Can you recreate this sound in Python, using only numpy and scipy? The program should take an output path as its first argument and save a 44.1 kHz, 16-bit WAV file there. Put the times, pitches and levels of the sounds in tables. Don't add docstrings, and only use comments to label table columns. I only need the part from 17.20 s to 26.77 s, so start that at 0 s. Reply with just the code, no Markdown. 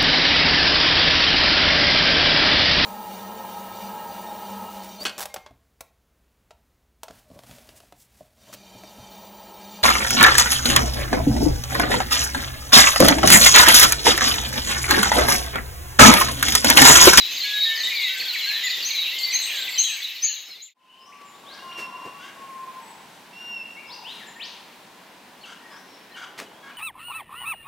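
import sys
import numpy as np
from scipy import signal
from scipy.fft import rfft, irfft
from scipy.io import wavfile
from scipy.ndimage import uniform_filter1d

SR = 44100
rng = np.random.default_rng(int(sys.argv[2]) if len(sys.argv) > 2 else 0)


def master_out(mix):
    frames = np.transpose(np.atleast_2d(mix))
    ceiling = np.clip(frames, -1, 1)
    pcm = np.round(ceiling * 32767).astype(np.int16)
    wavfile.write(sys.argv[1], SR, pcm)


N = 422037
TIME = np.arange(N) / SR
DAWN_FADE_S, SILENCE_S, MORNING_FULL_S = 2.37, 3.54, 4.43


def undb(db):
    return 10 ** (np.asarray(db) / 20)


def level(x, db):
    return x * undb(db) / np.sqrt(np.mean(x ** 2))


def walk(rate, size=N):
    k = max(int(SR / rate), 1)
    steps = np.repeat(rng.standard_normal(size // k + 1), k)
    return 1.3 * uniform_filter1d(uniform_filter1d(steps, k), k)[:size]


def band(x, hz, width_hz):
    return signal.lfilter(*signal.iirpeak(hz, hz / width_hz, SR), x)


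def add(out, sound, start, pan_db=0):
    i = int(start * SR)
    out[:, i:i + len(sound)] += undb([[pan_db / 2], [-pan_db / 2]]) * sound[:N - i]


def glide(from_hz, to_hz, bend=0.502):
    return from_hz, from_hz * (to_hz / from_hz) ** bend, to_hz


def whistle(length, pitch_hz, db, flutter_db=.8, waver_hz=0, edge=.2, top_db=-5):
    u = np.linspace(0, 1, int(length * SR))
    first, mid, last = np.log(pitch_hz)
    slope, bow = last - first, first + last - 2 * mid
    hz = np.exp(mid + slope * (u - .5) + 2 * bow * (u - .5) ** 2) + waver_hz * walk(122.5, len(u))
    swell = np.sin(np.pi / 2 * np.clip(np.minimum(u, 1 - u) / edge, 0, 1))
    db = db + top_db * np.maximum(np.log2(hz / pitch_hz[1]), 0) + flutter_db * walk(40, len(u))
    return undb(db) * swell * np.sin(2 * np.pi * np.cumsum(hz) / SR)


def forest(dry, echo_db, t60_s, gap_s=0.007, side_db=-11):
    t = np.arange(int(1.2 * SR)) / SR
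    decay = np.exp(-np.log(1000) * t / t60_s) * (1 - np.exp(-t / gap_s))
    scatter = rng.standard_normal((2, len(t))) * decay
    late = signal.lfilter(*signal.butter(1, 3500, fs=SR), scatter)
    mid, side = late + (scatter - late) * np.exp(-t / .2)
    echoes = np.array([mid + undb(side_db) * side, mid - undb(side_db) * side])
    echoes = echoes * undb(echo_db) / np.sqrt(np.sum(mid ** 2))
    return dry + signal.fftconvolve(dry, echoes, axes=1)[:, :N]


# (frequency [Hz], side over mid [dB])
BED_WIDTH = [(40, -10), (160, -22.5), (300, -18.5), (650, -9.5), (2000, -8), (7000, -5.5), (13000, -13)]


def bed(spectrum, db, flicker_db):
    hz = np.maximum(np.fft.rfftfreq(N, 1 / SR), 1)
    shape, width = (undb(np.interp(np.log(hz), np.log(f), gain))
                    for f, gain in (np.transpose(spectrum), np.transpose(BED_WIDTH)))
    mid, side = rfft(rng.standard_normal((2, N))) * shape
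    pair = np.array([mid + width * side, mid - width * side])
    octaves = np.clip(np.log2(hz / 62.5), 0, 8)
    total = 0
    for k in range(9):
        part = irfft(pair * np.clip(1 - abs(octaves - k), 0, 1), N)
        total = total + part * undb(flicker_db * walk(6.8))
    return level(total, db)


# (frequency [Hz], relative density [dB])
DAWN_SPECTRUM = [(59, -102), (100, -42), (200, -24.5), (278, -22), (1010, -13.5), (1480, -14.5),
                 (1980, -3.5), (3970, -8.5), (5000, -5.5), (5700, -11.5), (6600, -10.5), (7400, -15.5),
                 (8250, -25), (9080, -55), (10000, -50), (13000, -91), (22000, -120)]


def dawn_air():
    return bed(DAWN_SPECTRUM, -37, 1.8)


# (frequency [Hz], relative density [dB])
RIVER_SPECTRUM = [(18, -59), (30, -25), (111, -12.5), (193, 0.5), (549, -3), (1000, 2), (1240, -6.5),
                  (1410, -4.5), (2640, -7.5), (3810, -10.5), (6110, -17.5), (7730, -19), (15700, -23.5)]
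# (time [s], gain [dB])
RIVER_RIDE = [(4.5, -0.5), (9.57, -3)]


def river():
    return bed(RIVER_SPECTRUM, -45.5, 1.0) * undb(np.interp(TIME, *np.transpose(RIVER_RIDE)))


HUM_HZ, HUM_DB = 46.9, -66


def hum():
    return undb(HUM_DB) * sum(np.sin(2 * np.pi * (k * HUM_HZ * TIME + rng.random())) for k in range(6, 9))


INSECT_HZ, INSECT_WIDTH_HZ, THROB_HZ, INSECT_DB = 13570, 2800, 15.86, -43.5


def insects():
    throb_db = 2.6 * np.cos(2 * np.pi * (THROB_HZ * TIME + .02 + .05 * walk(5)))
    mid, side = (band(band(rng.standard_normal(N), INSECT_HZ, INSECT_WIDTH_HZ), INSECT_HZ, INSECT_WIDTH_HZ)
                 for _ in range(2))
    hiss = mid + undb(-17.0) * side * np.array([[1], [-1]])
    return level(hiss * undb(throb_db + 0.61 * walk(20)), INSECT_DB)


def crowd(count=750, loudest_db=-33.5):
    out = np.zeros((2, N))
    for when, low, fall, bow, long, loud, side in rng.random((count, 7)):
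        end_hz = 1900 + 2400 * low ** .7
        drop = .36 * fall - .1
        pitch = end_hz * np.array([1 + drop, 1 + .25 * drop + .16 * (bow - .5), 1])
        note = whistle(.014 + 0.035 * long, pitch, loudest_db - 10 * loud, 2.5)
        add(out, note, when * SILENCE_S, 6 * (side - .4))
    return out


# (start [s], scrape level [dB], thud over scrape [dB], decay time [s])
KNOCK_HITS = [(0.103, -51, 8, 0.032), (0.626, -41.5, -3, 0.043), (0.99, -39, -1.5, 0.037),
              (1.562, -51.5, 11.5, 0.049), (2.418, -52, 8, 0.036), (3.276, -28.5, -7, 0.029),
              (3.35, -30.5, -4, 0.026), (4.01, -36.5, 4, 0.0081), (4.571, -29, -4, 0.034),
              (4.848, -39, 9.5, 0.019), (6.858, -38.5, -10, 0.13), (9.175, -27.5, -9, 0.02),
              (9.189, -22, -21, 0.0026), (9.199, -21, -23, 0.0026), (9.202, -32.5, 2, 0.024)]


def knocks():
    out = np.zeros((2, N))
    for start, db, thud_db, length in KNOCK_HITS:
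        t = np.arange(int(4 * length * SR)) / SR
        scrape, thud = rng.standard_normal((2, len(t)))
        scrape = level(band(scrape, 1800, 2200), db)
        thud = level(band(band(thud, 340, 620), 340, 620), db + thud_db)
        envelope = np.exp(-t / length) * (1 - np.exp(-t / (0.83 * length)))
        add(out, (scrape + thud) * envelope, start)
    return out


# (start [s], length [s], start pitch [Hz], end pitch [Hz], level [dB], waver [Hz])
FAR_CALLS = [(0.187, 0.11, 6560, 6400, -43.5, 140), (0.412, 0.1, 6920, 7000, -50, 55),
             (.57, 0.074, 6200, 6450, -48, 69), (1.436, 0.038, 7060, 7020, -31.5, 195),
             (3.556, 0.082, 1031, 1033, -40.5, 9.1), (3.576, 0.19, 2845, 2740, -44.5, 184),
             (3.718, 0.048, 2886, 3230, -41, 68), (3.756, 0.15, 1057, 1027, -48, 10.7),
             (3.82, 0.16, 1153, 1143, -43, 8.3), (4.001, 0.85, 1130, 1113, -52, 14.2),
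             (4.422, 0.11, 1076, 1028, -42, 5.6), (4.423, 0.39, 1398, 1385, -54, 10),
             (4.516, 0.31, 1030, 1017, -44.5, 26.5), (4.676, 0.46, 1123, 1120, -47.5, 4.2),
             (5.151, 0.39, 1101, 1028, -40.5, 1.9), (5.555, 0.24, 990, 834, -50, 59),
             (6.2, 0.051, 1500, 1446, -52.5, 9.9), (6.301, 0.016, 986, 1050, -46, 32),
             (6.678, 0.23, 903, 927, -51.5, 59), (7.066, 0.036, 7400, 7130, -50, 130),
             (8.376, 0.16, 1827, 1880, -53, 47), (8.68, .09, 5600, 5400, -61, 90),
             (8.898, 0.063, 1836, 1800, -51, 41), (9.332, 0.09, 3320, 3760, -55, 154)]


def far_calls(out):
    for start, length, from_hz, to_hz, db, waver_hz in FAR_CALLS:
        flutter_db = min(1 + waver_hz / 10, 3.8)
        add(out, whistle(length, glide(from_hz, to_hz), db, flutter_db, waver_hz), start, 2.5)


# (start [s], level [dB])
TICK_PAIRS = [(0.635, -39.5), (.808, -44), (.971, -39), (1.132, -42.5), (2.108, -41)]


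def ticks(out):
    for start, db in TICK_PAIRS:
        add(out, whistle(0.019, (7200, 7900, 8600), db), start)
        add(out, whistle(0.012, (6000, 6900, 7400), db + 1.0), start + 0.012)


# (start [s], level [dB])
SCOOP_CALLS = [(3.795, -48.5), (6.664, -49.5), (8.499, -54)]


def scoops(out, lead_s=.065, flip_s=.035, pan_db=5):
    for start, db in SCOOP_CALLS:
        add(out, whistle(lead_s, glide(4980, 5350), db), start, pan_db)
        add(out, whistle(flip_s, glide(5350, 6250), db), start + .9 * lead_s, pan_db)


# (start [s], start pitch [Hz], end pitch [Hz], level [dB])
LOW_DROPS = [(.995, 3270, 1614, -29.5), (1.133, 2900, 1686, -27), (1.288, 2940, 1970, -27),
             (2.292, 3090, 1867, -30), (2.468, 2890, 1880, -28.5)]


def drops(out):
    for start, from_hz, to_hz, db in LOW_DROPS:
        add(out, whistle(.036, glide(from_hz, to_hz, .42), db), start, -3.5)


# (start [s], length [s], start pitch [Hz], end pitch [Hz], level [dB])
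SQUEAK_NOTES = [(8.21, .024, 4400, 4300, -50), (8.226, .018, 4400, 3900, -49),
                (8.234, .022, 3400, 2750, -41), (8.918, .014, 4400, 4050, -53),
                (8.938, .045, 3150, 2750, -44), (9.245, .035, 3450, 2950, -50),
                (9.495, .045, 3200, 2450, -47)]


def squeaks(out):
    for start, length, from_hz, to_hz, db in SQUEAK_NOTES:
        add(out, whistle(length, glide(from_hz, to_hz, .65), db, 2.5, 90), start, 1.5)


# (start [s], length [s], start pulse rate [Hz], end pulse rate [Hz], level [dB],
# roughness [0 = clear], brightness [dB per octave])
HARSH_NOTES = [(4.292, 0.11, 530, 560, -48.5, 0.3, -4), (4.99, 0.12, 455, 562, -45, 0.3, 1),
               (8.245, 0.1, 800, 640, -44.5, 0.95, 4), (8.501, 0.085, 580, 545, -45, 0.7, -7),
               (8.951, 0.11, 820, 660, -39.5, 0.95, 1), (9.422, 0.1, 548, 545, -45, 0.5, -6)]
# (centre [Hz], width of one pass [Hz], gain before brightness [dB])
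THROAT_RESONANCES = [(1500, 800, 0), (2150, 750, -6), (2900, 1100, -5), (4400, 1500, -16),
                     (5600, 1500, -25)]


def harsh_calls():
    out = np.zeros((2, N))
    for start, length, from_hz, to_hz, db, rough, bright_db in HARSH_NOTES:
        u = np.linspace(0, 1, int(length * SR))
        hz = to_hz + (from_hz - to_hz) * (1 - u) ** 1.3
        hoarse = rough * (.65 + 1.8 * u ** 3)
        cycles = np.cumsum(hz * (1 + .11 * hoarse * walk(250, len(u)))) / SR
        beats = np.diff(np.floor(cycles), prepend=0)
        pulses = level(beats, 0) + hoarse * rng.standard_normal(len(u))
        voice = 0
        for f, width, gain_db in THROAT_RESONANCES:
            tilt_db = bright_db * np.log2(f / THROAT_RESONANCES[0][0])
            voice = voice + undb(gain_db + tilt_db) * band(band(pulses, f, width), f, width)
        envelope = signal.windows.tukey(len(u), .3) * undb(1.3 * walk(108.5, len(u)))
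        add(out, level(voice, db) * envelope, start, 1.5)
    squeaks(out)
    return out


# (time [s], pitch [Hz], level [dB])
PIPED_CURVES = [
    [(4.38, 2727, -36), (4.43, 2876, -53), (4.59, 2767, -32.5), (4.66, 2718, -35.5), (4.68, 2780, -45.5),
     (4.914, 2773, -48), (4.95, 2670, -53)],
    [(6.12, 2630, -58), (6.128, 2704, -46.5), (6.212, 2797, -37.5), (6.316, 2788, -31.5),
     (6.428, 2665, -34), (6.44, 2680, -42), (6.45, 2810, -44)],
]


def pipers():
    out = np.zeros((2, N))
    for curve in PIPED_CURVES:
        s, hz, db = np.transpose(curve)
        t = np.arange(s[0], s[-1], 1 / SR)
        phase = 2 * np.pi * np.cumsum(np.interp(t, s, hz)) / SR
        tone = np.sin(phase) + undb(-16) * np.sin(2 * phase)
        add(out, tone * undb(np.interp(t, s, db)) * signal.windows.tukey(len(t), .1), s[0], -1)
    return out


# (start [s], length [s], start pitch [Hz], end pitch [Hz], level [dB],
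# left minus right [dB], share of the glide done at half length [ratio])
WHIP_CALLS = [(1.428, 0.061, 1930, 1790, -26, 1.5, -0.6), (2.561, 0.054, 3096, 2800, -28.5, 1, 0.095),
              (2.636, 0.063, 3250, 2970, -28, 4.5, 0.12), (2.659, 0.11, 1884, 1520, -39, -2, .35),
              (1.985, 0.012, 6430, 9000, -31.5, 0, 0.43), (2.225, 0.023, 6730, 8550, -32, 0, 0.74),
              (3.919, 0.027, 1776, 2774, -40.5, 3, 0.86), (4.135, 0.032, 3190, 4140, -54, 7, 0.57),
              (4.254, 0.075, 2950, 4130, -41.5, 3.5, 0.75), (4.308, 0.053, 3950, 6470, -41, 4, 0.37),
              (4.511, 0.029, 1930, 4850, -41, 5, 0.58), (6.564, 0.053, 2200, 2810, -47, 5, 0.19),
              (6.693, 0.066, 3030, 4920, -37.5, 3.5, 0.88), (6.84, 0.1, 2400, 4190, -36.5, 3, 0.7),
              (7.156, 0.05, 1850, 2250, -46.5, 1, .05), (7.192, 0.087, 2000, 6850, -34.5, 3, 0.64)]


def whips(out):
    for start, length, from_hz, to_hz, db, pan_db, bend in WHIP_CALLS:
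        add(out, whistle(length, glide(from_hz, to_hz, bend), db, 2.1, top_db=-21.5), start, pan_db)


# (start [s], length [s], start pitch [Hz], end pitch [Hz], level [dB],
# left minus right [dB])
WHISTLE_NOTES = [(.101, 0.079, 6190, 6640, -38, -8), (.232, 0.18, 1666, 1681, -30.5, -1.5),
                 (.23, 0.025, 4140, 4380, -21.5, 0), (.333, 0.16, 3829, 3762, -21.5, 0),
                 (.442, 0.12, 1815, 1763, -29, 0), (.56, 0.072, 1786, 2070, -32.5, 1.5),
                 (.631, 0.053, 3650, 3900, -21, -1), (.695, 0.21, 2540, 1910, -28, 2),
                 (.9, 0.092, 1930, 1640, -42, -1), (.799, 0.063, 6590, 6500, -43.5, 0),
                 (.83, 0.12, 3800, 3800, -33, -4), (.885, 0.15, 1504, 1597, -41.5, 1),
                 (1.01, 0.14, 1590, 1413, -46.5, 1), (1.232, 0.03, 4050, 4107, -22, 2),
                 (1.255, 0.14, 1580, 1890, -33, 2), (1.327, 0.08, 4000, 3960, -27, -1),
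                 (1.4, 0.089, 3790, 3500, -31, -4), (1.92, 0.26, 2150, 2010, -33.5, -2),
                 (2.03, 0.032, 4610, 4500, -22.5, 3.5), (2.114, 0.095, 4034, 4110, -26.5, -3),
                 (2.258, 0.044, 8400, 8340, -37.5, -1), (2.372, 0.072, 7260, 7730, -40.5, 0),
                 (2.496, 0.14, 7200, 7900, -41.5, 2.5), (2.59, 0.11, 4210, 3790, -23.5, 2),
                 (2.61, 0.16, 8340, 7800, -38.5, 2.5), (2.685, 0.035, 2810, 2310, -31, 3),
                 (2.435, 0.033, 3480, 3770, -34.5, 0), (3.004, 0.13, 1925, 1655, -39.5, 0),
                 (3.11, 0.027, 2740, 3300, -31, 0), (3.455, 0.055, 4000, 1900, -28, 1),
                 (3.16, 0.027, 3870, 3830, -24.5, 2.5), (3.25, 0.093, 5300, 5130, -35.5, -1.5),
                 (3.36, 0.052, 2100, 2110, -40, -7.5), (5.61, 0.12, 7800, 8000, -55.5, 3),
                 (6.505, 0.018, 2710, 2760, -48, -2)]


def whistles(out):
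    for start, length, from_hz, to_hz, db, pan_db in WHISTLE_NOTES:
        add(out, whistle(length, glide(from_hz, to_hz, .5), db), start, pan_db)


# (start [s], length [s], start pitch [Hz], end pitch [Hz], level [dB], left minus right [dB])
CHIP_NOTES = [(0, 0.047, 4170, 3780, -22, 3), (.162, .031, 5330, 3670, -28, 1),
              (.2, 0.028, 4800, 3930, -23.5, 2), (.33, 0.017, 4280, 3760, -28, 7),
              (.375, 0.016, 4480, 3900, -28, 0), (.405, 0.034, 4700, 3860, -23, 0),
              (.435, 0.02, 4700, 3850, -23, -4), (.55, 0.055, 5420, 4000, -28, 2),
              (.6, 0.02, 4780, 3950, -21.5, 1), (.748, 0.059, 5050, 3600, -27, 3),
              (.804, 0.034, 4810, 3400, -26.5, 2), (.832, 0.024, 4480, 3680, -22.5, 1),
              (.998, 0.022, 4680, 4220, -24.5, 0), (1.032, 0.044, 5150, 3140, -26.5, 4),
              (1.08, 0.042, 4540, 3890, -24.5, -3), (1.172, 0.027, 4420, 3810, -27, 4),
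              (1.205, .035, 4550, 4050, -27, 5), (1.27, 0.052, 4450, 4034, -22.5, 2),
              (1.329, 0.048, 4120, 3320, -31, -2.5), (1.466, 0.022, 4910, 3930, -26, 5),
              (1.498, 0.018, 4990, 3880, -25, -2), (1.503, 0.063, 3965, 3514, -26.5, 0),
              (1.623, 0.021, 4840, 4420, -28, -2.5), (1.704, 0.017, 4640, 3740, -23, -4.5),
              (1.742, 0.065, 4260, 3860, -24, 3), (1.779, 0.06, 4010, 3710, -25, -3),
              (1.98, 0.058, 4900, 4080, -28, 3), (2.1, 0.027, 4800, 3903, -28, -1),
              (2.12, 0.028, 2790, 1896, -28, 0), (2.151, 0.017, 4420, 3980, -19, 0.5),
              (2.217, 0.023, 8820, 7040, -34, -3.5), (2.2, 0.049, 4300, 3700, -26.5, 2),
              (2.252, 0.041, 3180, 2710, -35, -1), (2.305, .045, 3450, 2830, -31, 0),
              (2.355, 0.048, 2385, 1940, -41, 0), (2.275, 0.17, 1970, 1534, -40.5, -0.5),
              (2.356, 0.017, 8340, 6130, -33, -3), (2.362, 0.03, 4720, 3220, -30, -1),
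              (2.415, 0.03, 4320, 3540, -27, 2.5), (2.49, .011, 8660, 7270, -33.5, -2.5),
              (2.538, 0.036, 5000, 3870, -26, 2), (2.582, 0.015, 4530, 3950, -21.5, 3.5),
              (2.84, 0.0227, 4230, 3750, -22, -0.5), (3.008, 0.065, 5580, 4580, -31, 2),
              (3.067, 0.036, 4710, 4030, -21, 2.5), (3.11, 0.037, 4400, 3990, -24, 2),
              (3.088, 0.032, 3270, 2680, -31, 13.5), (3.3, 0.046, 4440, 3990, -22, 1),
              (3.34, 0.036, 4000, 3500, -27, 3.5), (3.4, 0.03, 4300, 3860, -21.5, 2),
              (4.037, 0.095, 7530, 7030, -53.5, -2.5), (6.985, 0.059, 2524, 1670, -44.5, 4)]


def chips(out):
    for start, length, from_hz, to_hz, db, pan_db in CHIP_NOTES:
        add(out, whistle(length, glide(from_hz, to_hz, .68), db), start, pan_db)


# (start [s], start pitch [Hz], level [dB])
CHIRP_NOTES = [(1.644, 5660, -16.5), (2.121, 5706, -14.5), (2.578, 5750, -12), (3.02, 5810, -14.5),
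               (3.416, 6360, -19.5)]


def chirps(out):
    for start, hz, db in CHIRP_NOTES:
        note = whistle(.055, glide(hz, 1.18 * hz, .68), db, flutter_db=3.8, waver_hz=60, edge=.5, top_db=-30)
        add(out, note, start, 3)


def singers():
    out = np.zeros((2, N))
    for sing in (far_calls, ticks, scoops, drops, whips, whistles, chips, chirps):
        sing(out)
    return out


def scene():
    early = TIME < SILENCE_S
    birds = singers()
    chorus = forest((birds + crowd()) * early, -3.1, 0.65)
    dawn = dawn_air() + hum() + insects() + chorus
    harsh = forest(harsh_calls(), -4.0, 0.59)
    morning = river() + harsh + forest(pipers(), -6.5, 1.95) + forest(birds * ~early, 1.0, 1.0)
    fade = np.interp(TIME, (DAWN_FADE_S, SILENCE_S, MORNING_FULL_S), [1, 0, 1])
    return fade * (np.where(early, dawn, morning) + knocks())


def record(dry):
    top_cut = signal.ellip(10, .2, 75, 15800, fs=SR, output="sos")
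    return signal.sosfilt(top_cut, dry * undb([[.2], [-.2]]))


dry = scene()
out = record(dry)
master_out(out)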